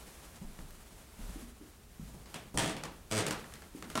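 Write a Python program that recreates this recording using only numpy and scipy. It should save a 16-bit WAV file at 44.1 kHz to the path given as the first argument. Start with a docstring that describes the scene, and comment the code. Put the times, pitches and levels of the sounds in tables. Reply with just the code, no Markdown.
"""Someone carries a camera slowly over a wooden floor in a quiet, faintly humming house.
First, clothes swish, soft steps thud and shake the camera, and fingers click on its case.
Then, from about 2.6 s, two floorboards creak in turn: the wood sticks and slips in quick snaps
that slow down into single ticks. At the very end come a low rumble, two clacks of a loose board
and a thud as the sound cuts off. A small bare hallway echoes the steps and the boards."""
import sys
import numpy as np
from scipy import signal
from scipy.fft import rfft, irfft, next_fast_len
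from scipy.io import wavfile
from scipy.ndimage import map_coordinates

SR = 44100
rng = np.random.default_rng(int(sys.argv[2]) if len(sys.argv) > 2 else 0)


def output_pcm(signal):
    """Save a mono or channel-first signal as 16-bit PCM at the path in sys.argv[1].

    Samples are clipped to [-1, 1] before scaling.
    """
    pcm = np.clip(np.atleast_2d(signal).T, -1, 1) * 32767
    wavfile.write(sys.argv[1], SR, np.round(pcm).astype(np.int16))


N = 176400  # 4 seconds
SNAP_RISE_S = 0.00021

# The tone colour (how strong each pitch is) of rubbing fabric: pitch_hz, level_db
FABRIC_COLOUR = [(200, 4.5), (700, 3), (2000, -2.5), (5000, -6.5), (9000, -4.5), (12000, -8), (16000, -16)]


def creak(course, colour, knock_db, room_db, jitter, scatter_db, breakaway_db):
    """A board sticks and slips. Every slip rings alike, so a fast run of them has a pitch."""
    times, slips_per_s, levels_db = np.transpose(course)
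    breakaway_s, fade_db_per_s = 0.0088, 13
    crack, ring = snap(lambda hz: along(colour, hz), knock_db, room_db)
    out, now = np.zeros(N), times[0]
    for lateness, weakness in rng.standard_normal((16, 2)):
        if now > times[-1]:
            break
        age = now - times[0]
        # The crack starts breakaway_db off its usual level, settles quickly, then slowly softens.
        crack_db = breakaway_db * np.exp(-age / breakaway_s) - fade_db_per_s * age
        slip_db = np.interp(now, times, levels_db) - scatter_db * weakness
        add(out, now, amp(slip_db) * (amp(crack_db) * crack + ring))
        now += (1 + jitter * lateness) / np.interp(now, times, slips_per_s)
    return out


def creaking_boards():
    """Two boards give under the foot, one after the other, each with its own tone."""
    # How each creak slows down: time_s, slips_per_s, level_db
    first_course = [(2.5742, 99.3, -31), (2.584, 136, -32), (2.592, 130, -33), (2.615, 116, -41),
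                    (2.633, 96, -37.5), (2.644, 64, -39), (2.68, 52.7, -38), (2.706, 45, -37.5)]
    second_course = [(3.1123, 106.2, -34), (3.135, 109.9, -33), (3.165, 106.2, -36), (3.178, 94.7, -31.5),
                     (3.188, 61.4, -33), (3.206, 58, -39), (3.228, 55, -52)]
    # The tone colour of each board: pitch_hz, level_db
    first_colour = [(200, 2.5), (1000, -0.5), (2100, 0), (2800, 1), (3700, 3), (5000, -1), (7000, 1.5),
                    (9200, 3.5), (11500, -2.5), (16000, 0)]
    second_colour = [(110, 5), (250, -2.5), (440, 5.5), (680, 1.5), (850, -2), (2300, 0.5), (3700, -1),
                     (7400, 2), (8700, 2.5), (10300, -1), (11800, -3.5), (16000, -2)]
    first = creak(first_course, first_colour, knock_db=-0.5, room_db=1.5,
                  jitter=0.0088, scatter_db=0.2, breakaway_db=4.5)
    second = creak(second_course, second_colour, knock_db=0.5, room_db=-0.5,
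                   jitter=0.0047, scatter_db=3.0, breakaway_db=-1)
    return first + second


def snap(shade, knock_db, room_db):
    """One slip of a board: a short crack, and the ring of floor, wall and hallway that follows."""
    # The tone colours of the crack and of the hallway: pitch_hz, level_db
    crack_colour = [(200, -15), (1300, 0.5), (3000, -4.5), (6000, -4.5), (9000, -4), (11500, -14),
                    (16000, -21)]
    hall_colour = [(60, -14), (150, 5.5), (400, 2.5), (800, 0), (1400, -2.5), (2800, -5.5), (4800, -8),
                   (7000, -10.5), (8800, -11), (11500, -17), (16000, -29)]
    # The notes the floor rings at: pitch_hz, level_db, fade_s
    floor_notes = [(103.2, -1.5, 0.15), (151.5, 0, 0.62), (224.2, -4, 0.47), (306.5, 2, 0.19),
                   (426.8, -3.5, 0.31), (652.6, -4.5, 0.16)]
    size = len(ring_time())
    crack = noise(crack_colour, size, shade, spiky_db=-2.5)
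    crack *= envelope(SNAP_RISE_S, fade_s=0.0063, hold_s=0.0024)
    knock = ringing_wood(floor_notes, shade)
    hall_echo = hallway(noise(hall_colour, size, shade))
    ring = amp(knock_db - 14) * knock + amp(room_db - 4.5) * hall_echo
    wall_echo = noise(crack_colour, size, shade) * envelope(rise_s=0.0015, fade_s=0.031)
    add(ring, start_s=0.016, sound=amp(-3.5) * wall_echo)
    return crack, ring


def ringing_wood(notes, shade=lambda hz: 0):
    """Knocked wood rings at several notes at once, each dying away at its own speed."""
    t, out = ring_time(), 0
    for hz, level_db, fade_s in notes:
        tone = np.sin(2 * np.pi * (hz * t + rng.random()))
        out += amp(level_db + shade(hz)) * tone * envelope(SNAP_RISE_S, fade_s)
    return out


def ticks():
    """Lone slips as weight comes on or off a board. Each spot has its own woody peak in the tone."""
    # Single snaps: start_s, level_db, brightness_db_per_octave, knock_db, peak_hz, boost_db, room_db
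    slips = [(.589, -45, -6, -1, 900, 3, -7), (2.2577, -53, -1, 0, 5000, 5, 2),
             (2.3422, -38, -.7, 1, 2900, 4, 0), (2.7655, -42, -1, 0, 2800, 4, 2),
             (2.836, -35, -.7, -2, 1100, 3, -2), (3.2649, -29, .5, -4, 1600, 3, -3),
             (3.3082, -30, .2, -2, 1100, 5, -2), (3.4418, -47, -3, -8, 1550, 10, -7),
             (3.5226, -46, -2, -14, 1650, 16, -10), (3.5378, -44, 1, -8, 1800, 3, -5),
             (3.6206, -49, -1, -2, 1600, 4, -2), (3.8242, -39, -3, -4, 1700, 3, -3),
             (3.9002, -44, .7, -6, 1300, 2, -1)]
    out = np.zeros(N)
    for start_s, level_db, brightness, knock_db, peak_hz, boost_db, room_db in slips:
        def shade(hz):
            tilt_db = brightness * np.log2(np.maximum(hz, 230))  # flat below 230 Hz
            return tilt_db + boost_db * hump(hz, peak_hz, width_octaves=0.38)
        crack, ring = snap(shade, knock_db, room_db)
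        add(out, start_s, amp(level_db) * (crack + ring))
    return out


def clacks():
    """A loose board clacks twice: a hard crack and a short, hollow ring."""
    # The two hits: start_s, level_db, wood_ring_db
    hits = [(3.9537, -32.5, 2), (3.9756, -34, 7)]
    # The notes the loose board rings at: pitch_hz, level_db, fade_s
    board_notes = [(282, -5.5, .16), (648, -7, 0.098), (1052, -4.5, 0.063), (1210, -8, 0.052),
                   (1362, -3, .08), (2170, -13, .05), (3680, -9.5, 0.041)]
    colour = [(500, 0.5), (3500, -0.5), (9000, -2.5), (15000, -2)]  # pitch_hz, level_db
    out = np.zeros(N)
    for start_s, level_db, wood_ring_db in hits:
        wood = amp(wood_ring_db) * ringing_wood(board_notes)
        crack, ring = snap(lambda hz: along(colour, hz), knock_db=1, room_db=1)
        add(out, start_s, amp(level_db) * (crack + ring + wood))
    return out


def thuds():
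    """Low thuds. In a step, a soft heel rings the floor, the hallway booms on and the sole scuffs."""
    # Soft steps; the last two rows are a low rumble and a thud as the sound cuts off.
    # Columns: start_s, level_db, pitch_hz, scuff_db, fade_s
    low_hits = [(.415, -40.5, 183.5, -12.5, 0.071), (0.589, -43, 157.6, -11.5, 0.029),
                (.92, -54, 192, -12, 0.072), (1.191, -46, 204, -24, 0.088), (1.227, -48, 100, -25, 0.094),
                (1.288, -47, 182, -16, 0.16), (1.358, -44, 285, -18, 0.066), (1.423, -48.5, 237, -37, 0.33),
                (1.611, -45.5, 310, -24, 0.045), (1.996, -37.5, 171, -36, 0.053),
                (2.143, -45, 159, -5, 0.055), (2.5424, -34.5, 159, -3.5, 0.039),
                (3.749, -38, 270, -30, 0.052), (3.86, -50, 220, -8, 0.1), (3.983, -36, 272, -27, 0.092)]
    scuff_colour = [(300, 6.5), (900, -3.5), (1800, -24), (9000, -19), (15000, -32)]  # pitch_hz, level_db
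    out, t = np.zeros(N), ring_time()
    for start_s, level_db, pitch_hz, scuff_db, fade_s in low_hits:
        thud = 2 * np.sin(2 * np.pi * pitch_hz * t) * envelope(0.0014, fade_s)
        rumble = filtered(rng.standard_normal(len(t)), lambda hz: hump(hz, pitch_hz, width_octaves=0.5))
        boom = amp(-9) * hallway(unit(rumble))
        scuff = amp(scuff_db) * noise(scuff_colour, len(t)) * envelope(SNAP_RISE_S, fade_s=0.37)
        add(out, start_s, amp(level_db) * (thud + boom + scuff))
    return out


def jolts():
    """Each stride shakes the camera in the hand: a deep wobble that soon dies away."""
    # The shakes: start_s, level_db, pitch_hz
    shakes = [(0.443, -39.5, 23.7), (0.596, -39, 27.3), (1.208, -34.5, 35), (1.289, -38.5, 45.2),
              (1.561, -57, 36), (2.009, -40.5, 54), (2.55, -40, 61.8)]
    out = np.zeros(N)
    for start_s, level_db, pitch_hz in shakes:
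        wobble = np.sin(2 * np.pi * pitch_hz * ring_time())
        add(out, start_s, amp(level_db) * wobble * envelope(rise_s=0.005, fade_s=0.55))
    return out


def clothes():
    """Fabric swishes with the stride, fluttering slightly."""
    # How the swish swells and sinks: time_s, level_db
    swish = [(0, -58.5), (.25, -57), (.45, -62.5), (.6, -59), (1.11, -62), (1.31, -55), (1.41, -56),
             (1.52, -65), (1.72, -61.5), (1.86, -68), (2.1, -59), (2.25, -64.5), (2.35, -57), (2.5, -65.5),
             (3.05, -64), (3.5, -58.5), (3.7, -63), (3.82, -58.5)]
    times, levels_db = np.transpose(swish)
    t = np.arange(N) / SR
    flutter_db = 1.28 * map_coordinates(rng.standard_normal(200), [t * 40])  # 40 random values a second
    return amp(np.interp(t, times, levels_db) + 2 + flutter_db) * noise(FABRIC_COLOUR, N)


def handling():
    """Fingers click on the camera's case and fabric brushes close to the microphone."""
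    # Finger clicks and fabric brushes: start_s, level_db
    finger_clicks = [(.708, -38), (1.2975, -44)]
    fabric_brushes = [(.356, -52), (3.105, -49)]
    case_colour = [(2000, -9), (5000, 4), (16000, -3)]  # pitch_hz, level_db
    out, t = np.zeros(N), ring_time()
    for start_s, level_db in finger_clicks:
        click = noise(case_colour, len(t)) * amp(-60 * t / 0.002)  # gone in 2 ms
        add(out, start_s, amp(level_db) * click)
    for start_s, level_db in fabric_brushes:
        brush = noise(FABRIC_COLOUR, len(t)) * envelope(rise_s=0.0013, fade_s=0.17)
        add(out, start_s, amp(level_db) * brush)
    return out


def hallway(steady_noise):
    """Turn steady noise into the hallway's echo, where the high pitches die first."""
    # How long the echo lasts: pitch_hz, fade_s
    echo_times = [(100, 0.62), (500, 0.48), (2500, 0.43), (8000, 0.26), (15000, 0.24)]
    hz, t, spectrum = signal.stft(steady_noise, SR, nperseg=256)
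    fade = amp(-60 * t / along(echo_times, hz)[:, None])
    echo = signal.istft(spectrum * fade, SR, nperseg=256)[1][:len(steady_noise)]
    return echo * (1 - np.exp(-ring_time() / 0.00098))  # builds up in about 1 ms


def house():
    """The low rush of a quiet room, with a faint hum from the mains electricity."""
    # The tone colour of the quiet room: pitch_hz, level_db
    room_colour = [(12, -42), (20, 3), (65, 5.5), (120, -6.5), (187, -6.5), (241, -3.5), (262, -15.5),
                   (434, -10), (527, -24.5), (738, -20.5), (2320, -26), (8890, -30), (16000, -30)]
    hum_hz = 60.4
    hum = np.sin(2 * np.pi * hum_hz * np.arange(N) / SR)
    return amp(-56.5) * noise(room_colour, N) + amp(-61.5) * hum


def amp(db):
    """Turn decibels into a number to multiply by."""
    return 10 ** (np.asarray(db) / 20)


def unit(x):
    """Scale a sound to an average strength (rms) of 1."""
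    return x / np.sqrt(np.mean(x ** 2) + 1e-20)


def along(points, hz):
    """Read between (pitch_hz, value) points, with pitch spaced in octaves."""
    pitches, values = np.transpose(points)
    return np.interp(np.log(hz + 1), np.log(pitches + 1), values)


def hump(hz, peak_hz, width_octaves):
    """A curve that is 1 at the peak and falls to half at width_octaves on either side."""
    return 1 / (1 + (np.log2((hz + 1) / peak_hz) / width_octaves) ** 4)


def filtered(x, gain):
    """Multiply each pitch in a sound by gain(hz)."""
    size = next_fast_len(len(x) + 8192)
    return irfft(rfft(x, size) * gain(np.fft.rfftfreq(size, 1 / SR)), size)[:len(x)]


def noise(colour, size, shade=lambda hz: 0, spiky_db=0):
    """Noise with a tone colour. shade(hz) adds decibels at each pitch; spiky_db makes it crackle."""
    white, spikes = rng.standard_normal((2, size))
    grainy = white * amp(spiky_db * spikes)
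    return unit(filtered(grainy, lambda hz: amp(along(colour, hz) + shade(hz))))


def add(out, start_s, sound):
    """Mix a sound into out, beginning at start_s."""
    part = out[round(start_s * SR):][:len(sound)]
    part += sound[:len(part)]


def ring_time():
    """The sample times of one hit, 0.75 s long."""
    return np.arange(SR * 3 // 4) / SR


def envelope(rise_s, fade_s, hold_s=0):
    """The loudness of a hit: it rises, holds, then falls by 60 dB every fade_s."""
    t = ring_time()
    return (1 - np.exp(-t / rise_s)) * amp(-60 * np.maximum(t - hold_s, 0) / fade_s)


def scene():
    """Mix the floor, the walker and the house into one channel."""
    boards = creaking_boards() + ticks() + clacks()
    return (boards + thuds() + jolts() + clothes() + handling() + house())[None]


def record(dry):
    """The camera keeps no pitch above its upper limit."""
    top_hz = 15900
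    return filtered(dry[0], lambda hz: hz < top_hz)[None]


dry = scene()
out = record(dry)
output_pcm(out)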